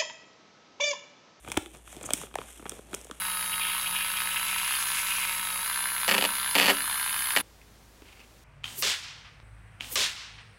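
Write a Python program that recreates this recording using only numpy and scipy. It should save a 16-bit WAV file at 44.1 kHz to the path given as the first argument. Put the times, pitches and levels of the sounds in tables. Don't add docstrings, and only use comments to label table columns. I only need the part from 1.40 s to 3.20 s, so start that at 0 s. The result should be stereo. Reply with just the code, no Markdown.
import sys
import numpy as np
from scipy import signal
from scipy.fft import rfft, irfft, next_fast_len
from scipy.io import wavfile
from scipy.ndimage import map_coordinates

SR = 44100
rng = np.random.default_rng(int(sys.argv[2]) if len(sys.argv) > 2 else 0)


def log_audio(samples):
    frames = np.atleast_2d(samples).T
    limited = np.clip(frames, -1, 1)
    pcm = np.round(limited * 32767).astype(np.int16)
    wavfile.write(sys.argv[1], SR, pcm)


N = 79380

# (frequency [Hz], relative level [dB])
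ROOM_NOISE_TONE = [(20, 18), (45, 46), (100, 10.5), (300, -4), (1000, -22), (3000, -15), (4600, -40.5),
                   (9000, -63), (16000, -31)]
# (frequency [Hz], fade time [s])
KITCHEN_FADE = [(100, 0.12), (350, 0.57), (1000, 0.27), (3000, 0.32), (9000, 0.34), (16000, 0.29)]
# (frequency [Hz], gain [dB])
KITCHEN_TONE = [(80, -32), (330, -5), (1000, -2.5), (3000, 1), (9000, -4), (15000, 0)]
# (time [s], pitch [Hz], level [dB], time to fade by 60 dB [s])
POUCH_THUDS = [(0.076, 97, -42, 0.13), (0.172, 90, -27.5, 0.067), (0.102, 120, -40, 0.035),
               (.655, 116, -43, 0.079), (0.711, 84, -41, 0.067), (1.54, 116, -46, 0.04)]
# (time [s], length [s], level [dB])
RASP_TIMES = [(0.52, 0.013, -48), (0.628, 0.0077, -38), (0.65, .020, -34.5)]
# (frequency [Hz], relative level [dB])
RASP_TONE = [(1000, -16), (3000, -14), (4600, -32), (6200, -3.5), (7500, -0.5), (9500, -2.5), (11500, -15),
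             (16000, -22)]
# (time [s], hiss level before flutter [dB], crackle level [dB])
SLIDE_LEVELS = [(0, -62.5, -77), (.06, -54.5, -53), (.13, -53.5, -48.5), (.28, -59, -72),
                (0.348, -58, -52.5), (0.428, -64, -63), (0.502, -50, -57.5), (0.581, -57.5, -51.5),
                (.66, -56, -46), (.77, -44, -51.5), (0.839, -49, -49.5), (.90, -66.5, -62.5),
                (1.0, -53.5, -50), (1.13, -51.5, -64), (1.22, -58.5, -58), (1.349, -53.5, -50.5),
                (1.461, -63, -60), (1.55, -51.5, -48.5), (1.66, -57.5, -60.5), (1.8, -58.5, -58)]
# (frequency [Hz], relative level [dB])
HISS_TONE = [(800, -5), (2300, -2), (3400, 0.5), (4600, -18), (6000, -3.5), (7500, -1.5), (9000, 3),
             (10500, -3), (12000, -5.5), (15000, -18), (16000, -23)]
# (frequency [Hz], relative level [dB])
CRACKLE_TONE = [(40, -10), (120, 4), (300, 2.5), (550, 0), (750, -2.5), (1200, -9), (1900, -13),
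                (2400, -10.5), (3400, -17), (4600, -19), (9000, -29), (16000, -37)]
# (time [s], click level [dB], treble tick level [dB], panel pitch [Hz], panel flap level [dB])
CREASE_SNAPS = [(.0478, -45, -63, 800, -76), (0.0761, -39, -72, 695, -55), (0.0795, -48, -64, 480, -47.5),
                (0.0856, -42, -46.5, 338, -40.5), (0.1011, -43, -50, 520, -50),
                (.1180, -31, -33, 1020, -40), (0.1233, -40.5, -39, 326, -58), (0.143, -43, -53, 400, -45),
                (0.1685, -31.5, -58, 1300, -72), (0.1721, -24, -34, 329, -19.5),
                (.1744, -28, -29.5, 708, -27.5), (.2237, -52, -48, 500, -65),
                (0.2603, -42.5, -51, 360, -43.5), (.3490, -50, -54, 556, -55), (0.371, -56, -54, 400, -60),
                (0.476, -47, -67, 1370, -66), (0.5273, -51.5, -61, 650, -48.5), (0.566, -46, -48, 320, -40),
                (.6118, -46.5, -50.5, 530, -44), (0.6392, -42, -57, 330, -50), (0.6892, -36, -93, 650, -43),
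                (0.706, -30.5, -36, 650, -32.5), (0.7356, -22, -19, 286, -36.5),
                (0.8147, -52, -43, 1110, -40.5), (0.8348, -43.5, -59, 444, -38.5),
                (.8690, -51.5, -68, 900, -63), (0.9123, -52, -86, 1100, -67),
                (0.941, -43.5, -55.5, 370, -45.5), (0.9553, -42.5, -37, 774, -26),
                (0.9861, -35, -52.5, 462, -34), (1.0154, -45.5, -62, 1080, -40),
                (1.088, -52.5, -86, 1080, -61), (1.1690, -59, -74, 303, -57), (1.1896, -65, -60, 297, -55),
                (1.1957, -49, -85, 304, -43), (1.2252, -51.5, -78, 450, -46),
                (1.2554, -41, -80, 806, -38.5), (1.257, -57, -62, 440, -38),
                (1.2642, -39.5, -58.5, 1120, -66), (1.2951, -35.5, -31.5, 363, -63),
                (1.3193, -41.5, -50, 453, -41), (1.3909, -61, -82, 444, -42),
                (1.5313, -38.5, -51, 335, -35.5), (1.5423, -34.5, -39.5, 453, -37.5),
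                (1.5474, -38.5, -31.5, 463, -43.5), (1.6139, -55, -46, 500, -51),
                (1.6464, -59, -46, 510, -67), (1.6506, -58, -56, 477, -48), (1.669, -55, -54, 705, -53),
                (1.6977, -61, -79, 443, -40), (1.7120, -43, -43, 1270, -37.5), (1.712, -50, -69, 281, -42)]
# (frequency [Hz], relative level [dB])
CLICK_TONE = [(60, -6), (150, -4), (280, -0.5), (600, -5), (1000, -4), (1300, 2.5), (1900, -5.5), (2400, 8),
              (2800, 0.5), (3400, 9), (4300, -10.5), (6000, -27.5), (16000, 3)]
# (frequency [Hz], relative level [dB])
TICK_TONE = [(500, -52), (3000, -15), (4600, -14), (5600, 2), (6500, 0), (7600, 2.5), (8800, 6), (10100, 1),
             (11800, -2.5), (14500, -7), (16000, -24.5)]

HUM_HZ, HUM_DB, ROOM_NOISE_DB = 57.9, -56.5, -70.5
KITCHEN_DB, KITCHEN_BUILD_S = -11.5, 0.0028
LOW_CUT_HZ, TOP_HZ = 43, 15550

HISS_PER_S, HISS_SPREAD_DB = 2000, 2.5
CRACKLE_PER_S, CRACKLE_SPREAD_DB = 850, 3
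RASP_PER_S, RASP_SPREAD_DB = 2500, 2.5
FLUTTER_PER_S, FLUTTER_DB = 100, 1.5

BEND_DELAY_S, BEND_POWER, BEND_KNEE_HZ = 0.00178, 0.913, 416
LEAD_S = 0.0004
LEVEL_WINDOW_S = 0.005
PANEL_Q, OVERTONE_RATIO, OVERTONE_DB = 3.13, 2.18, -11.5
EDGE_SHARE, EDGE_SPREAD_S, EDGE_FADE_S = 0.5, 0.002817, 0.0016

CLICK_KNEE_HZ, CLICK_DULL_DB, CLICK_DULLS = 1510, -1.5, 0.49
TICK_KNEE_HZ, TICK_HARD_DB, TICK_DULLS, TICK_DULLEST_DB = 8500, -18, 1, 6


def amp(db):
    return 10 ** (np.asarray(db) / 20)


def unit(x):
    return x / np.sqrt(np.mean(x ** 2) + 1e-20)


def along(points, hz):
    f, v = np.transpose(points)
    return np.interp(np.log(hz + 1), np.log(f + 1), v)


def filtered(x, response):
    m = next_fast_len(N + SR // 2)
    spectrum = rfft(x, m) * response(np.fft.rfftfreq(m, 1 / SR))
    return irfft(spectrum, m)[..., :N]


def causal(db):
    c = irfft(np.log(amp(db) + 1e-6))
    half = len(c) // 2
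    c[1:half] *= 2
    c[half + 1:] = 0
    return np.exp(rfft(c))


def bending(hz):
    delay = BEND_DELAY_S * (1000 / np.hypot(hz, BEND_KNEE_HZ)) ** BEND_POWER
    turns = np.cumsum(delay) * hz[1]
    return np.exp(-2j * np.pi * turns)


def add(track, s, sound):
    i = max(round(s * SR), 0)
    part = track[i:i + len(sound)]
    part += sound[:len(part)]


def slips(per_s, spread_db):
    uneven_db = spread_db * np.clip(rng.standard_normal(N), -2, 2)
    size = amp(uneven_db) * rng.choice([-1, 1], N)
    return size * (rng.random(N) < per_s / SR)


def background():
    hum = unit(np.sin(2 * np.pi * (HUM_HZ * np.arange(N) / SR + rng.random())))
    air = unit(filtered(rng.standard_normal(N), lambda hz: amp(along(ROOM_NOISE_TONE, hz))))
    return amp(HUM_DB) * hum + amp(ROOM_NOISE_DB) * air


def kitchen(x):
    hz, t, noise = signal.stft(rng.standard_normal(SR // 2), SR, nperseg=256)
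    swell = 1 - np.exp(-(t / KITCHEN_BUILD_S) ** 2)
    fade = np.exp(-np.log(1000) * t / along(KITCHEN_FADE, hz)[:, None])
    tail = signal.istft(noise * fade * swell, SR, nperseg=256)[1]
    wet = signal.fftconvolve(x, tail / np.linalg.norm(tail))[:N]
    return amp(KITCHEN_DB) * filtered(wet, lambda hz: amp(along(KITCHEN_TONE, hz)))


def thuds():
    out, t = np.zeros(N), np.arange(SR // 4) / SR
    for s, hz, db, fade_s in POUCH_THUDS:
        fade = np.exp(-np.log(1000) * t / fade_s)
        soft_start = 1 - np.exp(-t / 0.0016)
        add(out, s, amp(db) * fade * soft_start * np.sin(2 * np.pi * hz * t))
    return out


def rasps():
    t, loudness = np.arange(N) / SR, np.zeros(N)
    ticks = unit(filtered(slips(RASP_PER_S, RASP_SPREAD_DB),
                          lambda hz: causal(along(RASP_TONE, hz)) * bending(hz)))
    for s, length, db in RASP_TIMES:
        progress = np.clip((t - s) / length, 0, 1)
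        loudness += amp(db) * np.sqrt(np.abs(np.sin(np.pi * progress)))
    return ticks * loudness


def sliding():
    t = np.arange(N) / SR
    s, hiss_db, crackle_db = np.transpose(SLIDE_LEVELS)
    hiss = unit(filtered(slips(HISS_PER_S, HISS_SPREAD_DB), lambda hz: causal(along(HISS_TONE, hz))))
    crackle = unit(filtered(slips(CRACKLE_PER_S, CRACKLE_SPREAD_DB),
                            lambda hz: causal(along(CRACKLE_TONE, hz)) * bending(hz)))
    wander = rng.standard_normal(N // 100)
    flutter_db = FLUTTER_DB * map_coordinates(wander, [t * FLUTTER_PER_S], mode="wrap")
    hiss_gain = amp(np.interp(t, s, hiss_db) + flutter_db)
    return hiss * hiss_gain + crackle * amp(np.interp(t, s, crackle_db))


def levelled(response, db):
    return response * amp(db) * np.sqrt(LEVEL_WINDOW_S * SR / np.sum(irfft(response) ** 2))


def panel_mode(hz, pitch):
    damping = 1j * hz * pitch / PANEL_Q
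    ringing = damping / (pitch ** 2 - hz ** 2 + damping)
    less_bass = (2j * hz / pitch) / (1 + 2j * hz / pitch)
    less_treble = 1 / (1 + 0.5j * hz / pitch) ** 2
    return ringing * less_bass * less_treble


def film_edges(hz, count=8):
    place, sign = rng.random((2, count, 1))
    lag = EDGE_SPREAD_S * (np.arange(count)[:, None] + place) / count
    copies = np.sign(sign - 0.5) * np.exp(-lag / EDGE_FADE_S - 2j * np.pi * hz * lag)
    return 1 + EDGE_SHARE * np.sum(copies, axis=0)


def snaps(size=4096):
    out, hz = np.zeros((2, N)), np.fft.rfftfreq(size, 1 / SR)
    chirp = bending(hz)
    click_octaves = np.log2(np.maximum(hz / CLICK_KNEE_HZ, 1))
    tick_octaves = np.log2(np.maximum(hz / TICK_KNEE_HZ, 1))
    for s, click_db, tick_db, panel_hz, panel_db in CREASE_SNAPS:
        edges = film_edges(hz)
        tick_loss = min(TICK_DULLS * (TICK_HARD_DB - tick_db), TICK_DULLEST_DB)
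        tick = causal(along(TICK_TONE, hz) - tick_loss * tick_octaves)
        click_tilt = CLICK_DULL_DB + CLICK_DULLS * (tick_db - click_db)
        click = causal(along(CLICK_TONE, hz) + click_tilt * click_octaves)
        overtone = amp(OVERTONE_DB) * panel_mode(hz, OVERTONE_RATIO * panel_hz)
        panel = levelled(panel_mode(hz, panel_hz) + overtone, panel_db)
        for track, colour in zip(out, (edges, 1)):
            wave = levelled(click * colour, click_db) + levelled(tick * colour, tick_db) + panel
            add(track, s - LEAD_S, irfft(wave * chirp)[:size // 2])
    return out


def scene():
    direct, radiated = snaps()
    handling = sliding() + rasps() + thuds()
    mono = direct + handling + kitchen(radiated + handling) + background()
    return np.array([mono, mono])


def record(dry):
    bass_cut = signal.butter(4, LOW_CUT_HZ, "high", fs=SR, output="sos")
    thinned = signal.sosfilt(bass_cut, dry)
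    return filtered(thinned, lambda hz: 1 / np.sqrt(1 + (hz / TOP_HZ) ** 200))


dry = scene()
out = record(dry)
log_audio(out)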